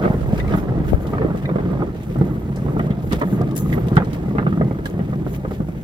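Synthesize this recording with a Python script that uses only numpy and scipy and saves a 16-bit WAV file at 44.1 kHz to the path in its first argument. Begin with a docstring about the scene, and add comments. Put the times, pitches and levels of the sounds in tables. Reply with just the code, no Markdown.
"""Rough asphalt road: a walker pulls a plastic wheelie bin.
Stones under the wheels shake the hollow body and rattle the walls; lid and axle knock, loose parts clack.
Grit crunches and snaps under tyres and shoes, scuffs hiss, the dry axle squeaks faintly.
Wind buffets the two microphone ports and slaps the left one, over a low road boom."""
import sys
import numpy as np
from scipy import signal
from scipy.fft import rfft, irfft
from scipy.io import wavfile
from scipy.ndimage import uniform_filter1d

SR = 44100
rng = np.random.default_rng(int(sys.argv[2]) if len(sys.argv) > 2 else 0)


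def to_wav(sig):
    """Store sig (one row per channel, or 1-D mono) as 16-bit WAV at the path in sys.argv[1].

    Samples outside -1..1 are clipped; the rate is SR.
    """
    pcm = np.clip(np.atleast_2d(sig), -1, 1) * 32767
    pcm = np.round(pcm).astype(np.int16)
    wavfile.write(sys.argv[1], SR, pcm.T)  # frames by channels


N = 257419
TIME_S = np.arange(N) / SR
EVENT_N = 4000
EVENT_S = TIME_S[:EVENT_N]
LEFT_LAG_S, CUTOFF_HZ = 0.00022, 15880

# body modes; wall and lid modes: f/Hz, t60/s, level/dB
BODY_MODES = [(119, 0.084, -31), (135.7, 0.094, -2.5), (171.5, 0.055, -1.5), (200, 0.059, -3),
              (296.5, 0.032, -5), (351.2, 0.025, -4)]
WALL_MODES = [(301.4, 0.035, 0.5), (423, 0.034, 0), (513.6, 0.035, -2.5), (605, 0.021, -1),
              (773, 0.028, -6), (925, 0.015, -11), (1226, 0.021, -2), (1917, 0.011, -9)]
# plastic contact spectrum: f/Hz, level/dB
CONTACT_SPECTRUM = [(150, -9), (250, -12), (306, 3), (956, -13), (1290, -16.5), (1430, -18), (2050, -24),
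                    (2360, -34.5), (3560, -43.5), (5000, -71), (6500, -86), (11000, -120)]
# two lowest body modes as the bin leans: t/s, gain/dB
LEAN_GAIN = [(0.0, 1), (1.0, -0.5), (1.9, -1), (2.2, 1.5), (3.5, -2.5), (4.6, 3), (5.0, -2), (5.84, 3)]
# rolling envelope: t/s, rumble/dB, rattle/dB
ROLL_LEVELS = [(0.0, -30, -28), (0.05, -18.5, -21), (0.17, -24, -34.5), (0.45, -25, -33.5),
               (0.54, -16.5, -26.5), (0.62, -27.5, -34.5), (0.76, -18, -32), (0.85, -27, -32.5),
               (1.0, -27, -37), (1.22, -19, -28), (1.41, -25, -37.5), (1.58, -22, -34.5), (1.8, -19, -31),
               (1.9, -31, -37.5), (2.08, -28.5, -45.5), (2.21, -16, -34), (2.44, -25.5, -40),
               (2.86, -19, -32.5), (2.95, -25.5, -36.5), (3.08, -25, -42), (3.4, -16.5, -31.5),
               (3.58, -21, -40.5), (3.76, -20, -34), (4.0, -21.5, -34.5), (4.1, -24.5, -38),
               (4.6, -19.5, -35.5), (4.7, -26, -40), (4.87, -24.5, -38.5), (5.0, -20, -40), (5.4, -27, -41),
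               (5.84, -30, -46)]

def rolling():
    """One stream of stone bumps shakes the body, rattles the walls and clatters the plastic."""
    rumble_db, rattle_db = curve(ROLL_LEVELS), curve(ROLL_LEVELS, column=2)
    road = stones(per_s=900, spread_db=2.67)
    body_bumps = road ** 0.79 * amp(1.04 * flicker(hz=25))
    body = amp(rumble_db) * shaken(BODY_MODES, body_bumps, contact_s=0.0025, low_gain=amp(curve(LEAN_GAIN)))
    # bumps are blunter than knocks
    dull_modes = [(hz, 0.79 * t60, db - 3.2 * np.log2(hz / 400)) for hz, t60, db in WALL_MODES]
    walls = amp(rattle_db) * shaken(dull_modes, road, contact_s=0.00073)
    contacts = rng.standard_normal(N) * bursts(road, t60_s=0.012)
    clatter = unit_rms(coloured(contacts, CONTACT_SPECTRUM))
    return body + walls + amp(rattle_db - 0.5) * clatter


# lid and axle knocks: t/s, wall level/dB, thud level/dB, hardness tilt/(dB/oct)
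KNOCK_HITS = [(0.036, -16, -11, 3.5), (0.053, -14, -32, 0.5), (0.075, -31, -25, 2), (0.1014, -19, -6.5, -3),
              (0.331, -13.5, -5, -9.5), (0.522, -21, -17, 4.5), (0.538, -11, -6, 0.5),
              (0.574, -20, -11.5, -0.5), (1.134, -21.5, -27, 5.5), (1.217, -14, -24, 1.5),
              (1.246, -12, -13, -7), (1.306, -19, -27, -6), (1.347, -15, -42, -4), (1.491, -15, -33, 1.5),
              (1.557, -13.5, -11.5, 0), (1.584, -11, -25, -1), (1.82, -9.5, -46, -3.5),
              (2.158, -20, -16, -1), (2.212, -6, -4.5, -7), (2.663, -14, -9.5, -6.5), (2.683, -19, -37, -3),
              (2.766, -11.5, -37, -5), (2.794, -10.5, -7, 2.5), (2.904, -30.5, -5, 16),
              (3.113, -24, -12.5, 9), (3.12, -18, -14, 2), (3.13, -11, -7, 0), (3.213, -12.5, -31, 2.5),
              (3.22, -9, -25, 1), (3.413, -14, -11, -3), (3.777, -15.5, -19, -0.5),
              (3.916, -15.5, -8.5, -8), (3.968, -10, 0, 5.5), (3.979, -10.5, -27, 1),
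              (4.001, -12.5, -11.5, 1.5), (4.02, -17.5, -24, 2.5), (4.351, -13, -21, -4),
              (4.383, -7.5, -7.5, 1.5), (4.426, -16, -25, -2.5), (4.465, -13, -32, 3),
              (4.525, -17.5, -11, 0), (4.574, -22, -11.5, -0.5), (4.598, -35, -10, -4),
              (4.611, -10.5, -7, -0.5), (4.71, -12.5, -8.5, -5), (4.856, -22, -14, -0.5),
              (4.992, -17.5, -10, 2), (5.129, -18.5, -15, 1), (5.265, -12, -25, -6.5),
              (5.449, -16.5, -39, 0), (5.509, -17.5, -24, -3), (5.603, -14, -9, -6.5),
              (5.686, -19, -25, -10)]
BOUNCES, BOUNCE_GAP_S, BOUNCE_STEP_DB = 4, 0.008, -10.5

def knocks():
    """Uneven bounces ring the walls and crack through loose parts; the first blow thuds the body."""
    out, bounce = np.zeros(N), np.arange(BOUNCES)
    rebound = bounce > 0
    mode_hz, bin_hz = np.transpose(WALL_MODES)[0], np.fft.rfftfreq(EVENT_N, 1 / SR)
    wall_rings = np.array(rings(WALL_MODES, contact_s=0.0014))
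    for start_s, wall_db, thud_db, tilt_db in KNOCK_HITS:
        draws, noise = rng.standard_normal(80), rng.standard_normal(EVENT_N)
        jitter = np.tanh(draws)
        delays_s = np.cumsum(rebound * BOUNCE_GAP_S * np.exp(0.473 * jitter[:BOUNCES]))
        sizes = amp(BOUNCE_STEP_DB * bounce + 1.7 * rebound * jitter[8:8 + BOUNCES])
        scatter_db = 3.9 * jitter[20:20 + BOUNCES * len(mode_hz)].reshape(BOUNCES, -1)
        ring = np.zeros(EVENT_N)
        for delay_s, size, mode_db in zip(delays_s, sizes, scatter_db):
            add(ring, delay_s, size * amp(tilt_db * np.log2(mode_hz / 1000) + mode_db) @ wall_rings)
        crack_db = db_at(CONTACT_SPECTRUM, bin_hz) + tilt_db * np.log2(np.clip(bin_hz, 200, 3500) / 1000)
        age_s = np.maximum(EVENT_S - delays_s[:, None], 0)
        envelope = sizes @ (np.minimum(age_s / 0.0021, 1) * amp(-60 * age_s / 0.051))
        crack = unit_rms(irfft(rfft(noise) * amp(crack_db))) * envelope
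        walls = amp(wall_db) * (0.79 * ring / abs(ring).max() + amp(-6.5) * crack)
        add(out, start_s, walls + thud(amp(thud_db), detune=0.021 * draws[16]))
    return out


def thud(blow, detune, rise_s=0.0012):
    """The bin floor flexes; a heavier blow swings lower and longer."""
    hz = (205 - 58 * blow) * (1 + detune)
    length_s = 0.0034 + 0.0094 * blow
    envelope = np.tanh(EVENT_S / rise_s) * np.exp(-(EVENT_S / length_s) ** 4)
    return blow * envelope * np.sin(2 * np.pi * hz * EVENT_S)


# stone and loose-part impacts: t/s, level/dB, f/Hz, t60/s
CLACK_HITS = [(0.3992, -22, 1985, 0.035), (1.182, -15, 1210, 0.018), (1.4537, -23.5, 2000, 0.04),
              (0.478, -27.5, 2210, 0.017), (3.727, -18, 1940, 0.014), (3.736, -26, 1940, 0.029),
              (3.968, -7, 1330, 0.034), (3.975, -8, 867, 0.035), (4.8565, -18.5, 1650, 0.029)]

def clacks():
    """Small stones and loose plastic strike: a short, rough three-mode ring."""
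    out = np.zeros(N)
    for start_s, db, hz, t60_s in CLACK_HITS:
        modes = [(hz, t60_s, db), (1.12 * hz, t60_s, db - 12), (1.85 * hz, t60_s, db - 18)]
        ring = sum(rings(modes, contact_s=0.0005))
        grain = uniform_filter1d(uniform_filter1d(rng.standard_normal(EVENT_N), size=60), size=60)
        rough = ring * (0.8 + 0.45 * unit_rms(grain))
        add(out, start_s, rough * np.linalg.norm(ring) / np.linalg.norm(rough))
    return out


# grit and tread spectra: f/Hz, level/dB
GRIT_SPECTRUM = [(1200, 6), (2050, 7), (2700, 3), (3700, -1), (4500, -6.5), (5500, -6.5), (9000, -14),
                 (15000, -13)]
TREAD_SPECTRUM = [(120, -3.5), (200, -2), (258, -4.5), (340, -5.5), (946, -18), (1220, -41.5),
                  (1700, -26.5), (15800, -62)]

def crunch():
    """Fine grit crunches under tread and shoes, over a tyre wash that follows the rattle."""
    grains = noise_pair() * bursts(stones(per_s=500, spread_db=2.1), t60_s=0.036)
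    grit = unit_rms(patchy(coloured(grains, GRIT_SPECTRUM)))
    wash = unit_rms(coloured(noise_pair(), TREAD_SPECTRUM))
    rattle_db = curve(ROLL_LEVELS, column=2)
    wash_db = -35.5 + 0.73 * (rattle_db - rattle_db.mean())
    return scuff_gain(column=1) * grit + amp(wash_db) * wash


# grit cracks: t/s, peak/dB, f/Hz, t60/s, left-right/dB
GRIT_SNAPS = [(0.208, -41, 3000, 0.25, 12), (0.293, -46, 12000, 0.01, 0), (0.399, -47, 3710, 0.038, -24),
              (0.478, -43, 3270, 0.031, 6), (0.947, -35, 11000, 0.015, 5), (1.068, -33.5, 3200, 0.091, 1),
              (1.7185, -41, 11000, 0.012, 1), (1.8367, -41, 9000, 0.013, -2),
              (2.0334, -38, 9000, 0.015, -4), (2.1864, -38, 9000, 0.012, 0),
              (2.2533, -38, 13000, 0.012, -2), (2.5594, -35, 5300, 0.12, -1),
              (2.7914, -35, 10000, 0.017, -5), (2.8424, -45, 12000, 0.012, 0),
              (2.868, -41, 9000, 0.012, -3), (2.906, -42, 3500, 0.035, 3), (3.122, -21.5, 3200, 0.07, -2),
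              (3.13, -22, 3450, 0.04, 9), (3.1985, -29, 14000, 0.015, -2), (3.215, -32.5, 3510, 0.051, 0.5),
              (3.4156, -34, 4460, 0.024, 6), (3.511, -32, 3210, 0.032, 2), (3.553, -33, 8000, 0.015, 10),
              (3.561, -24, 12000, 0.02, 0), (3.565, -23.5, 11300, 0.019, 14),
              (3.5674, -27, 5000, 0.0098, 1), (3.578, -19, 9100, 0.022, 3),
              (3.589, -23.5, 3850, 0.0063, 12), (3.8696, -36, 12700, 0.025, -1),
              (3.8832, -29, 3230, 0.04, 3), (3.957, -30, 11000, 0.0091, 1), (3.9642, -29, 3510, 0.037, 2),
              (3.97, -33, 3640, 0.045, 12), (4.047, -37.5, 3760, 0.04, 3), (4.1308, -28.5, 3440, 0.056, 2),
              (4.8558, -26.5, 3600, 0.081, 1), (4.9, -37, 6000, 0.015, 0), (5.1113, -43, 11000, 0.012, 5),
              (5.3313, -38, 13000, 0.015, 2), (5.688, -43, 9000, 0.015, 2)]

def snaps():
    """Grit cracks under a wheel or shoe: a noise burst around one broad resonance."""
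    out = np.zeros((2, N))
    band = signal.butter(1, [1500, 9000], "band", fs=SR)
    for start_s, db, hz, t60_s, pan_db in GRIT_SNAPS:
        noise = noise_pair(EVENT_N, own_gain=1.6)
        resonance = signal.iirpeak(hz, Q=2.5, fs=SR)
        envelope = amp(-60 * EVENT_S / t60_s) * (1 - np.exp(-EVENT_S / 0.00018))
        burst = (0.24 * signal.lfilter(*band, noise) + signal.lfilter(*resonance, noise)) * envelope
        add(out, start_s, amp(db) * pan(pan_db) * burst / abs(burst).max())
    return out


# shoe scuffs: t/s, rise/s, fall/s, crunch/dB, hiss/dB
SHOE_SCUFFS = [(0.34, 0.04, 0.044, -39.5, -58), (0.47, 0.01, 0.1, -41, -72),
               (0.53, 0.037, 0.071, -45, -47.5), (0.83, 0.05, 0.096, -43.5, -50.5),
               (0.985, 0.03, 0.061, -50, -52), (1.06, 0.033, 0.08, -50, -54),
               (1.34, 0.03, 0.043, -40.5, -60), (1.41, 0.021, 0.074, -46.5, -68),
               (2.99, 0.055, 0.27, -49, -53.5), (3.1, 0.013, 0.16, -39.5, -61),
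               (3.2, 0.12, 0.086, -50, -49), (3.556, 0.01, 0.063, -41, -33), (3.59, 0.027, 0.19, -61, -50),
               (3.66, 0.073, 0.035, -39, -47), (3.86, 0.021, 0.055, -47.5, -56),
               (4.123, 0.011, 0.038, -37, -52), (4.843, 0.015, 0.062, -51, -50),
               (5.24, 0.12, 0.021, -41.5, -46), (5.47, 0.059, 0.07, -46, -55.5)]
# bed between scuffs: t/s, crunch/dB, hiss/dB
BED_LEVELS = [(0.0, -49, -56), (0.45, -47.5, -62), (0.75, -54, -84), (1.2, -58, -62), (1.93, -51, -64.5),
              (2.03, -48, -58), (2.4, -53, -60), (2.8, -49, -57), (2.96, -52.5, -65), (3.45, -50.5, -60),
              (4.08, -47, -63), (4.4, -52, -62), (5.0, -52.5, -62), (5.84, -54.5, -60)]

def scuff_gain(column, fall_db=-14.5):
    """Each shoe scuff swells and fades over a slow bed; column 1 is crunch, 2 is hiss."""
    power = amp(curve(BED_LEVELS, column)) ** 2
    for start_s, rise_s, fall_s, *levels_db in SHOE_SCUFFS:
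        t = np.arange(0, rise_s + 2 * fall_s, 1 / SR)
        envelope = np.minimum(t / rise_s, 1) * amp(fall_db * (np.maximum(t - rise_s, 0) / fall_s) ** 2)
        add(power, start_s, (amp(levels_db[column - 1]) * envelope) ** 2)
    return np.sqrt(power)


# scuff hiss spectrum: f/Hz, level/dB
HISS_SPECTRUM = [(3530, -56), (6000, -11), (7470, -6.5), (8260, -24), (9070, -12), (10100, -15.5),
                 (11200, -1), (11900, -5), (12750, -2.5), (14000, -12), (15100, -3), (15800, -11.5)]

def hiss():
    """Airy scuffing in the top octave, stronger on the left, flatter between scuffs."""
    grain = amp(1.2 * flicker(hz=60))
    flat_spectrum = [(hz, 0.3 * db) for hz, db in HISS_SPECTRUM]
    peaked = unit_rms(patchy(coloured(noise_pair() * grain, HISS_SPECTRUM)))
    flat = unit_rms(patchy(coloured(noise_pair() * grain, flat_spectrum)))
    bed = amp(curve(BED_LEVELS, column=2))
    swell = np.sqrt(abs(scuff_gain(column=2) ** 2 - bed ** 2))
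    return pan(3) * (swell * peaked + bed * flat)


# axle glides: t/s, length/s, start f/Hz, end f/Hz, level/dB
AXLE_GLIDES = [(0.103, 0.04, 12700, 15300, -72), (0.264, 0.02, 14500, 12500, -66),
               (0.35, 0.021, 14000, 12950, -68), (2.248, 0.027, 12000, 11800, -66),
               (2.298, 0.03, 12700, 13350, -72), (2.328, 0.04, 13050, 12200, -72),
               (2.39, 0.022, 13000, 12100, -75), (2.382, 0.04, 13500, 13100, -73),
               (2.41, 0.045, 13200, 13700, -71), (2.71, 0.04, 11800, 12600, -73),
               (3.734, 0.019, 12850, 11800, -53), (3.766, 0.074, 15700, 10760, -65)]

def squeaks():
    """The dry axle whistles in thin, shaky glides."""
    out = np.zeros(N)
    wobble_hz, tremor_db = 60 * flicker(hz=300), 3 * flicker(hz=250)
    for start_s, length_s, start_hz, end_hz, db in AXLE_GLIDES:
        n = round(length_s * SR)
        hz = np.linspace(start_hz, end_hz, n) + wobble_hz[round(start_s * SR):][:n]
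        tone = np.sqrt(2) * np.sin(2 * np.pi * np.cumsum(hz) / SR)
        add(out, start_s, amp(db) * tone * signal.windows.tukey(n, 0.6))
    return out * amp(tremor_db)


# wind and boom spectrum: f/Hz, level/dB
GUST_SPECTRUM = [(15, -31), (28, 13.5), (60, 22.5), (95, 16.5), (140, 4), (250, -39.5)]
# wind and road boom envelopes: t/s, level/dB
WIND_LEVELS = [(0.0, -50), (0.26, -29.5), (0.5, -28), (0.63, -37), (0.89, -26), (1.02, -39), (1.74, -48),
               (2.29, -65), (3.15, -37), (3.5, -65), (5.84, -47)]
BOOM_LEVELS = [(0.0, -37), (0.13, -22), (0.26, -35), (0.5, -25), (0.89, -35), (0.95, -28), (1.9, -33),
               (2.3, -33), (3.0, -38), (3.15, -25), (3.3, -41), (3.75, -27.5), (4.4, -34.5), (5.4, -33.5),
               (5.53, -32), (5.84, -40)]
# left-port slaps: t/s, level/dB, f/Hz, length/cycles
WIND_SLAPS = [(0.921, -1.5, 161, 0.69), (0.932, 1.5, 445, 1.2), (0.938, 2, 65, 0.8)]

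def wind_and_boom():
    """Wind buffets each port separately and slaps the left one; both share a low road boom."""
    boom, left, right = (unit_rms(coloured(rng.standard_normal(N), GUST_SPECTRUM)) for _ in range(3))
    gusts = np.array([left * amp(flicker(hz=11)), 1.7 * right * amp(0.73 * flicker(hz=4))])
    out = amp(curve(BOOM_LEVELS)) * boom + amp(curve(WIND_LEVELS)) * gusts
    for start_s, db, hz, cycles in WIND_SLAPS:
        turns = np.arange(0, cycles, hz / SR)
        add(out[0], start_s, -amp(db) * np.sin(2 * np.pi * turns) * np.sin(np.pi * turns / cycles))
    return out


# direct balance: f/Hz, left-right/dB
PORT_BALANCE = [(100, 0), (500, -1), (1300, -6), (2500, -2), (6000, 3)]
# reflected share: f/Hz, level/dB
ECHO_SPECTRUM = [(100, -46), (300, -6), (650, -4.5), (3000, 3), (10000, 10)]

def paths_to_ports(x, hop=1024, echo_t60_s=0.036):
    """Bin sound reaches the right port first; reflections off ground and walker change as they move."""
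    hz = np.fft.rfftfreq(N, 1 / SR)
    side = amp(db_at(PORT_BALANCE, hz) / 2)
    lag = np.exp(-2j * np.pi * hz * LEFT_LAG_S)
    direct = irfft(rfft(x) * np.array([side * lag, 1 / side]), N)
    echoes = np.zeros((2, N))
    for start in range(0, N, hop):
        taps = rng.standard_normal((2, 1500)) * amp(-60 * TIME_S[:1500] / echo_t60_s)
        piece = x[start:start + 2 * hop]
        piece = piece * np.sin(np.pi * np.arange(len(piece)) / (2 * hop))
        add(echoes, start / SR, signal.fftconvolve(piece[None], taps / np.linalg.norm(taps[0]), axes=1))
    return direct + coloured(echoes * signal.windows.tukey(N, 400 / N), ECHO_SPECTRUM)


def stones(per_s, spread_db):
    """Random bumps of uneven size."""
    return amp(spread_db * np.minimum(rng.exponential(1, N), 4)) * (rng.random(N) < per_s / SR)


def rings(modes, contact_s):
    """One decaying sine per mode; blunt contact softens the onset."""
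    onset = 1 - np.exp(-EVENT_S / contact_s)
    return [amp(db - 60 * EVENT_S / t60_s) * np.sin(2 * np.pi * hz * EVENT_S) * onset
            for hz, t60_s, db in modes]


def shaken(modes, bumps, contact_s, low_gain=1):
    """Bumps drive each mode with random strength and sign; low_gain weights the lowest two."""
    parts = [signal.oaconvolve(bumps * rng.standard_normal(N), ring)[:N]
             for ring in rings(modes, contact_s)]
    return unit_rms(low_gain * sum(parts[:2]) + sum(parts[2:]))


def bursts(bumps, t60_s):
    """Envelope that jumps at each bump, then decays."""
    return signal.lfilter([1], [1, -amp(-60 / (t60_s * SR))], bumps)


def noise_pair(n=N, own_gain=1):
    """Shared noise, later on the left, plus each port's own."""
    common, left, right = rng.standard_normal((3, n))
    return np.array([np.roll(common, round(LEFT_LAG_S * SR)) + own_gain * left, common + own_gain * right])


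def patchy(x, depth_db=1):
    """Random level patches in time and frequency."""
    frames = signal.stft(x, nperseg=512)[2]
    patches = uniform_filter1d(rng.standard_normal(frames.shape[1:]), size=24, axis=0)
    patches = uniform_filter1d(patches, size=12, axis=1)
    return signal.istft(frames * amp(depth_db * unit_rms(patches)), nperseg=512)[1][:, :N]


def flicker(hz):
    """Unit-rms wobble, low-passed at hz."""
    return unit_rms(signal.lfilter(*signal.butter(2, hz, fs=SR), rng.standard_normal(N)))


def coloured(x, spectrum):
    return irfft(rfft(x) * amp(db_at(spectrum, np.fft.rfftfreq(N, 1 / SR))), N)


def db_at(spectrum, hz):
    points_hz, db = np.transpose(spectrum)
    return np.interp(np.log(hz + 1), np.log(points_hz + 1), db)


def curve(table, column=1):
    rows = np.asarray(table)
    return np.interp(TIME_S, rows[:, 0], rows[:, column])


def amp(db):
    return 10 ** (np.asarray(db) / 20)


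def pan(left_right_db):
    return amp([[left_right_db / 2], [-left_right_db / 2]])


def unit_rms(x):
    return x / np.sqrt(np.mean(x ** 2) + 1e-20)


def add(mix, start_s, sound):
    part = mix[..., round(start_s * SR):][..., :sound.shape[-1]]
    part += sound[..., :part.shape[-1]]


def scene():
    """Bin with its reflections, plus grit, shoes and wind."""
    wheelie_bin = rolling() + knocks() + clacks() + squeaks()
    return paths_to_ports(wheelie_bin) + crunch() + snaps() + hiss() + wind_and_boom()


def record(dry):
    """Microphone: 32 Hz high-pass, soft clip, band limit."""
    thinned = signal.lfilter(*signal.butter(3, 32, "high", fs=SR), dry)
    rounded = thinned / (1 + abs(thinned) ** 12) ** (1 / 12)
    padded = np.pad(rounded, [(0, 0), (255, 255)], "reflect")
    lowpass = signal.firwin(511, CUTOFF_HZ, window=("kaiser", 9), fs=SR)
    return signal.oaconvolve(padded, lowpass[None], "valid", axes=1)


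dry = scene()
out = record(dry)
to_wav(out)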